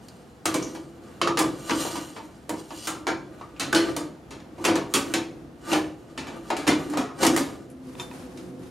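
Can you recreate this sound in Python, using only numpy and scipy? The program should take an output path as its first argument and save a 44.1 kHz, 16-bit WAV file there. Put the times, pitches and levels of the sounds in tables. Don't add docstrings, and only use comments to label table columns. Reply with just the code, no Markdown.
import sys
import numpy as np
from scipy.fft import rfft, irfft, next_fast_len
from scipy.io import wavfile
from scipy.ndimage import map_coordinates

SR = 44100
rng = np.random.default_rng(int(sys.argv[2]) if len(sys.argv) > 2 else 0)


def master_out(mix):
    frames = np.transpose(np.atleast_2d(mix))
    ceiling = np.clip(frames, -1, 1)
    pcm = np.round(ceiling * 32767).astype(np.int16)
    wavfile.write(sys.argv[1], SR, pcm)


N = 383669

# start in seconds, level in dB, trims in dB for the boom, the 1 kHz band and the
# treble, ring time and attack in seconds, box pitch in Hz, featured sheet mode in Hz, its boost in dB.
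HITS = [(0.0838, -46.5, -26, -19, 2.5, 0.11, 0.00053, 295, 4540, 17),
        (0.4553, -18, -3.5, -5, -1.5, 0.35, .0013, 322, 1420, 9.3),
        (0.5417, -20, 1.5, -4.5, -3, 0.31, 0.0029, 321, 940, 5.9),
        (0.6253, -35, 1, -16, -2, 0.46, 0.0015, 301, 5970, 19),
        (0.7486, -33.5, -4.5, -4, -7, 0.28, 0.0036, 328, 885, 10),
        (1.2147, -13.5, -5.5, -9, -15, 0.31, 0.0009, 341.7, 1160, 9.7),
        (1.2731, -18, -5.5, -3, -12.5, 0.26, 0.0011, 336, 1190, 10.5),
        (1.3718, -13.5, -18, -7, -9.5, 0.31, .005, 311, 1200, 8),
        (1.3892, -19.5, -0.5, -2.5, 2.5, 0.36, .0028, 320, 1170, 7.3),
        (1.695, -18, -6.5, -5, -20, 0.19, 0.00089, 283.7, 960, 11),
        (1.707, -17, -4.5, -9, -15, 0.26, .0006, 322.4, 1200, 14.6),
        (1.8499, -35.5, -2.5, 7, -1, 0.27, 0.0011, 316, 960, 5.5),
        (1.955, -31, -1, 0.5, -4.5, 0.24, 0.0019, 298.7, 890, 4.6),
        (2.163, -33.5, -14, 2.5, -25, .31, 0.0046, 344, 920, 5.1),
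        (2.493, -30, 7, 3.5, 1, 0.31, 0.0013, 321.6, 822, 5.4),
        (2.7054, -35, -1, 1, -21, 0.21, 0.0011, 328.6, 910, 7.6),
        (2.8712, -21, -9.5, -7.5, -1, 0.4, 0.0027, 323.3, 1310, 6),
        (3.0685, -15.5, -11, 0, -12, .27, 0.0088, 329, 1650, 7.6),
        (3.4113, -40.5, -6, 7, -20, .18, 0.002, 348, 1200, 9.5),
        (3.5627, -47, -13, -14, -18, .36, .002, 262, 2510, 12),
        (3.5966, -16, -16.5, -11.5, -7, 0.37, 0.0062, 281.4, 3980, 2.7),
        (3.7275, -19.5, 5, -1.5, -6, 0.43, 0.00099, 331.8, 1520, 12),
        (3.7476, -12, -4.5, -13.5, -7, 0.41, 0.0033, 334.9, 4200, 3.1),
        (3.9643, -27, 0, -3.5, -0.5, 0.39, 0.00097, 304, 920, 5.7),
        (4.3071, -34.5, -3.5, -4.5, -9, 0.44, 0.003, 328, 950, 3.3),
        (4.401, -43, -2, -15, -14, .25, .002, 291, 958, 6.4),
        (4.581, -44.5, 14, 3, -8, .56, .0022, 341, 960, 13),
        (4.6415, -23.5, -20, 1, -5, 0.39, .0022, 253, 2570, 9.6),
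        (4.6498, -15.5, -4, -4, -4, 0.31, 0.0022, 342.3, 2600, 5.3),
        (4.6785, -22, 9, 2.5, -10, 0.42, .0031, 329.3, 1370, 2.5),
        (4.7553, -21, -1, -3, -7.5, 0.3, 0.0023, 330, 930, 2.9),
        (4.9382, -13, -7, -4.5, 0.5, 0.34, 0.0046, 281.4, 1070, 1.6),
        (5.1379, -16.5, -4.5, -7.5, -6.5, 0.34, 0.0011, 333, 3020, 2.2),
        (5.716, -20, -2, -9, -15, 0.32, 0.0037, 310, 2780, 6),
        (5.73, -15, -6, -5, -10.5, 0.34, 0.0024, 310, 810, 4),
        (6.1764, -25, -6, -8, -12.5, 0.42, 0.0017, 267.6, 840, 5),
        (6.2691, -31, -11, -2.5, -11, 0.38, 0.0068, 333.5, 883, 4.5),
        (6.5023, -22, -1, 3, -13, 0.29, 0.0022, 343.6, 770, 2.2),
        (6.5661, -28, -2, -2.5, -6.5, 0.64, 0.0014, 291, 802, 5.4),
        (6.6674, -18.5, -3, -0.5, -12, 0.26, 0.0052, 343, 1790, 7.7),
        (6.676, -11.5, -1, -6, -7, .33, 0.0044, 298.4, 945, 5.2),
        (6.728, -25, 3, -10, -21, 0.13, .002, 305, 842, 7),
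        (6.8978, -41, 13, -2, 0.5, 0.38, .002, 300.5, 807, 7),
        (6.9356, -32.5, 8, 6.5, -9.5, 0.34, 0.0011, 295.5, 880, 5.3),
        (6.972, -25, 6, 4, -5, 0.46, 0.0014, 269, 950, 1.9),
        (7.2298, -12.5, 0, -3, -3.5, 0.21, 0.0032, 330, 1030, 3.7),
        (7.2485, -15.5, -10, 2.5, -5, 0.2, .0016, 302, 855, 2.4),
        (7.2654, -15, -2.5, -22, -1.5, 0.28, 0.00086, 270.3, 988, 7),
        (7.3631, -23, -31, 2.5, 3, 0.18, 0.0019, 274, 1900, 10),
        (7.3746, -22.5, 3.5, -3.5, -0.5, 0.45, 0.0013, 276, 960, 2.7),
        (7.7, -54, -12, -10, 3, .15, .002, 276, 10300, 14),
        (7.712, -67, -20, -10, 10, .15, 0.0018, 276, 10200, 14),
        (8.373, -39, 4.5, -31, -10, .27, 0.0018, 262, 1000, 6.4)]
def cover_hits():
    out, t = np.zeros((2, N + SR)), np.arange(SR // 2) / SR
    for start, db, boom_db, mid_db, treble_db, ring_s, attack_s, box_hz, mode_hz, boost_db in HITS:
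        clang = sheet_clang(t, mid_db, treble_db, ring_s, attack_s, mode_hz, boost_db)
        boom_t60 = 0.38 if start < 6.1 else 0.29
        boom = amp(boom_db) * box_boom(t, box_hz, boom_t60)
        pan_db = 0.5 * rng.standard_normal()
        pan = amp([[pan_db / 2], [-pan_db / 2]])
        out[:, round(start * SR):][:, :len(t)] += amp(db) * (clang + boom) * pan
    return out[:, :N]

# frequency in Hz, gain in dB.
CLANG_EQ = [(60, -46), (200, 2), (400, 9), (700, 9), (1200, 4), (3000, -1.5), (6000, -1.5), (10000, 1),
            (13000, 4), (16000, -2)]
# frequency in Hz, t60 as a multiple of the ring time.
SHEET_DAMPING = [(500, 1.53), (1500, 0.93), (4000, 0.8), (12000, 0.4)]
def sheet_clang(t, mid_db, treble_db, ring_s, attack_s, mode_hz, boost_db):
    featured = lambda hz: 1 + (amp(boost_db) - 1) * resonance(hz, mode_hz, 0.087 * mode_hz)
    steel = lambda hz: amp(curve(CLANG_EQ, hz)) * sheet_peaks(hz) * featured(hz)
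    noise = stereo_noise(len(t), lambda hz: steel(hz) * contact_colour(hz, 4.5, 45), METAL_IMAGE)
    attack = 1 - np.exp(-t / attack_s)
    crack_db = 3.5 - 1.5 * np.log2(attack_s / 0.002)
    crack = amp(crack_db) * decay(t, t60=0.015) * (1 - np.exp(-t / 0.00071))
    room_tail = amp(-17.5) * decay(t, t60=0.55)
    bands_hz = [1000, 3000, 8000, 13000]
    clang = 0
    for k, band_db in enumerate((mid_db, 0, treble_db, 1.44 * treble_db - 15.5)):
        band = filtered(noise, lambda hz: np.interp(np.log(hz + 1), np.log(bands_hz), np.eye(4)[k]))
        body = decay(t, curve(SHEET_DAMPING, bands_hz[k]) * ring_s)
        clang += amp(band_db) * band * (attack * (body + room_tail) + crack * amp(2 * k))
    return clang

# frequency in Hz, width in Hz, an unused level in dB.
SHEET_MODES = [(973, 160, -18.5), (1215, 160, -10.5), (1737, 37, -5), (2310, 100, -6), (3030, 45, -11),
               (4080, 20, -12), (4400, 16, -28), (4780, 5.8, -63), (5370, 15, -28.5), (5560, 6.4, -30),
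               (6140, 43, -17.5), (6770, 190, 40), (6950, 100, 24.5), (8140, 93, 13.5)]
def sheet_peaks(hz):
    return 1 + 0.539 * sum(resonance(hz, centre, width / 2) for centre, width, _ in SHEET_MODES)

def contact_colour(hz, spread_db, spacing_hz):
    knots = np.minimum(rng.standard_normal(int(SR / 2 / spacing_hz) + 4), 1.6)
    return amp(spread_db * map_coordinates(knots, [hz / spacing_hz], order=1))

# multiple of the box pitch, level in dB, multiple of the boom's t60.
BOX_MODES = [(0.31, -21, 1.2), (0.42, -25.5, 0.67), (0.546, -16, 1.11), (0.69, -13.5, 0.99),
             (0.802, -13, 0.87), (0.921, -5.5, 1.22), (1, 0, 1.305), (1.079, -13, 0.51), (1.22, -13.5, 1.5),
             (1.501, -12.5, 1), (1.589, -13, 1.09), (1.999, -16.5, 1.18)]
def box_boom(t, pitch_hz, t60):
    modes = [(pitch_hz * ratio, db, length) for ratio, db, length in BOX_MODES]
    boom = ring(modes, t, spread_db=2.0, stretch=t60)
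    bloom = 1 - np.exp(-t / 0.013)
    flutter_db = 1.1 * map_coordinates(rng.standard_normal(40), [t * 60])
    return boom * bloom * amp(flutter_db)

# peak time in
# seconds, hiss level in dB, swell and fade in seconds, grind and box drone in dB # relative to the hiss.
STROKES = [(0.075, -60.5, 0.33, 0.96, -5, -3), (0.62, -50, 0.12, 0.59, 2, 14.5),
           (1.038, -64, 0.052, 3.1, 6.5, 8.5), (1.69, -53, 0.057, 0.22, 6, -12),
           (1.82, -33.5, 0.38, 0.47, -6.5, -6), (2.0, -54.5, 0.62, 0.29, 10, 10),
           (2.6, -45.5, 0.087, 0.053, -10, 8), (2.86, -37, 0.3, 0.048, -8, -23),
           (3.4, -63, 0.38, 0.57, 7.5, -5), (3.9, -47, 0.35, 0.26, 10.5, 18),
           (4.32, -59, 0.046, 0.17, 5, 9), (4.64, -54.5, 0.17, .05, 7.5, 13),
           (4.93, -52.5, 0.097, .05, 5, 11), (5.12, -47.5, 0.25, 0.15, 6.5, 13),
           (5.726, -32, .11, 0.16, 5.5, 4.5), (6.12, -68.5, 0.73, .2, -2, 12),
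           (6.36, -60, 0.26, 0.18, 13.5, 20.5), (6.5, -52.5, 0.11, 0.065, 0, 2),
           (6.93, -49.5, 0.89, 0.073, 6.5, 12), (7.228, -28, 0.059, 0.046, 3.5, 4),
           (7.35, -39, 0.17, 0.13, 7, 17), (7.5, -57.5, 0.28, 0.53, 4, 19)]
# frequency in Hz, gain in dB.
HISS_EQ = [(1470, -38), (2500, 1.5), (3180, 2.5), (3830, 1), (4950, 1.5), (5390, -2), (5610, 1), (7080, 2),
           (7650, 0), (8400, 1.5), (10600, -4.5), (13600, -9.5), (15000, -17), (16000, -34)]
GRIND_EQ = [(240, -26), (400, -26), (550, -8.5), (934, -5), (1080, -19), (1180, -8), (4000, -24),
            (5200, -56), (8800, -120)]
# frequency in Hz, width in Hz, weight in dB (a third applies).
SQUEAL_MODES = [(5760, 25, -6), (6040, 26, -5), (6950, 58, 4), (7050, 54, -13), (7400, 34, 4),
                (7940, 25, -14), (10800, 25, -19), (12200, 72, -12), (13200, 250, -15), (14400, 180, -20)]
def edge_scrape():
    drone_hz, travel_hz = 336, 2.3
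    def hiss_tone(hz):
        squeal = sum(amp(db / 3) * resonance(hz, centre, width / 2) for centre, width, db in SQUEAL_MODES)
        return amp(curve(HISS_EQ, hz)) * (1 + 1.16 * squeal) * contact_colour(hz, 6.5, 60)
    def grind_tone(hz):
        return amp(curve(GRIND_EQ, hz)) * sheet_peaks(hz) * contact_colour(hz, 8.5, 35)
    def drone_tone(hz):
        return sum(amp(db) / np.sqrt(1 + ((hz - ratio * drone_hz) * length / 9) ** 4)
                   for ratio, db, length in BOX_MODES)
    strokes = np.array([swell(*row[:4]) for row in STROKES])
    grind_level, drone_level = amp(np.transpose(STROKES)[4:]) @ strokes
    grit = unit_rms(amp(1.2 * wobble(40) + 1.6 * wobble(900)))
    here, there = (stereo_noise(N, hiss_tone, METAL_IMAGE) for _ in range(2))
    travel = 2 * np.pi * travel_hz * np.arange(N) / SR
    hiss = strokes.sum(axis=0) * (np.cos(travel) * here + np.sin(travel) * there)
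    grind = grind_level * stereo_noise(N, grind_tone, METAL_IMAGE)
    drone = drone_level * stereo_noise(N, drone_tone, METAL_IMAGE)
    return grit * (hiss + grind) + drone

# start in seconds, level in dB, treble trim in dB, multiple of the tongue's t60.
CLICKS = [(7.953, -40, -7, .08), (7.998, -34.5, 5, 0.53), (8.113, -38.5, -17, 0.35)]
# frequency in Hz, level in dB, t60 in seconds.
TONGUE_MODES = [(958, 0.5, 0.22), (1820, -7, 0.1), (2410, -8, 0.17), (2570, -1.5, 0.1), (3150, -13, 0.19),
                (3580, -7.5, 0.5), (3590, 5, 0.12), (4220, -19, .1), (5340, -13, .2), (6350, -14, 0.23),
                (7200, -10, 0.26)]
def latch():
    out, t = np.zeros(N + SR), np.arange(SR // 3) / SR
    for start, db, treble_db, stretch in CLICKS:
        modes = [(hz, level + treble_db * (hz > 3000), t60) for hz, level, t60 in TONGUE_MODES]
        tone = ring(modes, t, spread_db=0.77, stretch=stretch)
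        snap = amp(treble_db / 2) * (0.48 * decay(t, t60=0.0057) + 0.14 * decay(t, t60=0.2 * stretch))
        noise = filtered(rng.standard_normal(len(t)), lambda hz: 1 / (1 + (hz / 9000) ** 2))
        out[round(start * SR):][:len(t)] += amp(db) * (tone + snap * noise)
    return out[:N]

# peak time in seconds, level in dB, swell and fade in seconds.
SWISHES = [(7.89, -55.5, 0.13, 0.42), (8.01, -42.5, 0.045, 0.088), (8.18, -50, 0.17, 0.24),
           (8.40, -52.5, 0.14, 0.28), (8.64, -52, 0.07, .14)]
# frequency in Hz, gain in dB.
CLOTH_EQ = [(410, -29), (700, -0.5), (1080, 0), (1770, -6), (3490, -10.5), (10300, -14), (13800, -24),
            (15500, -35), (16000, -64)]
def sleeve():
    level = sum(swell(*row, roundness=1.84) for row in SWISHES)
    return level * amp(1.1 * wobble(60)) * noise_bed(CLOTH_EQ)

# time in seconds, level in dB.
HAND_FADER = [(7.45, -66), (7.62, -51), (7.8, -52.5), (8.0, -38), (8.1, -45.5), (8.3, -43), (8.45, -41.5),
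              (8.7, -43)]
# frequency in Hz, half-width in Hz, level in dB.
CASE_MODES = [(132, 8.6, -4), (182, 6.6, -0.5), (258, 9.3, 2.5), (361, 15, -1), (500, 18, -5),
              (694, 18, -16.5)]
def case_murmur():
    tone = lambda hz: sum(amp(db) * resonance(hz, centre, half) for centre, half, db in CASE_MODES)
    return fader(HAND_FADER, left=-120) * stereo_noise(N, tone, ROOM_IMAGE)

# time in seconds, level in dB.
NOTE_FADER = [(7.62, -68), (7.75, -45), (7.9, -36.5), (7.97, -60)]
def cover_note():
    pitch_hz = 258 + 1.5 * wobble(12)
    return fader(NOTE_FADER, left=-120, right=-120) * np.sin(2 * np.pi * np.cumsum(pitch_hz) / SR)

# time in seconds, level in dB.
WEIGHT_FADER = [(0, -62), (7.3, -46.5), (7.95, -52.5), (8.6, -47), (8.7, -55)]
# frequency in Hz, gain in dB.
BENCH_EQ = [(18, -60), (30, -24), (70, -16), (96, -11), (151, -3), (178, -11.5), (226, -13.5), (309, 2),
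            (382, -6.5), (439, -12.5), (600, -13), (780, -41), (1320, -120)]
def bench_shake():
    peak_delay_s = 0.074
    power = fader(WEIGHT_FADER) ** 2
    for start, hit_db, *_ in HITS:
        after_hit = power[round(start * SR):][:SR]
        age = np.arange(len(after_hit)) / SR / peak_delay_s
        shake_db = -40.5 + 0.56 * (hit_db + 18.5)
        after_hit += (amp(shake_db) * age * np.exp(1 - age)) ** 2
    return np.sqrt(power) * amp(1.86 * wobble(13)) * noise_bed(BENCH_EQ)

# frequency in Hz, gain in dB.
ROOM_EQ = [(12, -66), (20, -100), (52, -2.5), (98, -6.5), (130, -4), (234, -1.5), (434, -11), (485, -5),
           (590, -18.5), (660, -9.5), (976, -18.5), (1440, -20), (2080, -26.5), (10000, -40), (14700, -46),
           (16000, -65)]
def room_tone():
    return amp(-48 + 1.2 * wobble(5)) * noise_bed(ROOM_EQ)

# frequency in Hz, left-right correlation.
METAL_IMAGE = [(60, 0.71), (150, 0.98), (380, 0.8), (950, 0.83), (2380, 0.8), (5980, 1), (15000, 0.51)]
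ROOM_IMAGE = [(60, 0.91), (180, 0.94), (550, 0.77), (1650, 0.33), (4970, 0.61), (15000, 0.63)]
def stereo_noise(n, tone, image):
    def response(hz):
        angle = np.arccos(curve(image, hz)) / 2
        return tone(hz) * [np.cos(angle), np.sin(angle)]
    mid, side = filtered(rng.standard_normal((2, n)), response)
    return unit_rms(np.array([mid + side, mid - side]))

def noise_bed(eq):
    return stereo_noise(N, lambda hz: amp(curve(eq, hz)), ROOM_IMAGE)

def ring(modes, t, spread_db, stretch):
    hz, db, t60 = np.transpose(modes)[:, :, None]
    strength, phase = rng.standard_normal((2, len(modes), 1))
    envelopes = amp(db + spread_db * strength) * decay(t, stretch * t60)
    return np.sum(envelopes * np.sin(2 * np.pi * hz * t + 2 * phase), axis=0)

def swell(peak_s, db, swell_s, fade_s, roundness=1):
    late = np.arange(N) / SR - peak_s
    return amp(db - 30 * np.maximum(-late / swell_s, late / fade_s) ** roundness)

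def fader(points, **ends):
    return amp(np.interp(np.arange(N) / SR, *np.transpose(points), **ends))

def decay(t, t60):
    return amp(-60 * t / t60)

def resonance(hz, centre, half_width):
    return 1 / (1 + ((hz - centre) / half_width) ** 2)

def curve(points, hz):
    knots_hz, values = np.transpose(points)
    return np.interp(np.log(hz + 1), np.log(knots_hz + 1), values)

def wobble(rate):
    return map_coordinates(rng.standard_normal(int(N * rate / SR) + 4), [np.arange(N) * rate / SR])

def filtered(x, response):
    n = x.shape[-1]
    padded = next_fast_len(n + 4096)
    return irfft(rfft(x, padded) * response(np.fft.rfftfreq(padded, 1 / SR)), padded)[..., :n]

def amp(db):
    return 10 ** (np.asarray(db) / 20)

def unit_rms(x):
    return x / np.sqrt(np.mean(x ** 2) + 1e-20)

def scene():
    metal = cover_hits() + edge_scrape() + latch()
    return metal + sleeve() + case_murmur() + bench_shake() + cover_note() + room_tone()

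def record(dry):
    notch_hz, limit_hz = 7900, 15900
    return filtered(dry, lambda hz: (1 - 0.81 * resonance(hz, notch_hz, 60)) * (hz < limit_hz))

dry = scene()
out = record(dry)
master_out(out)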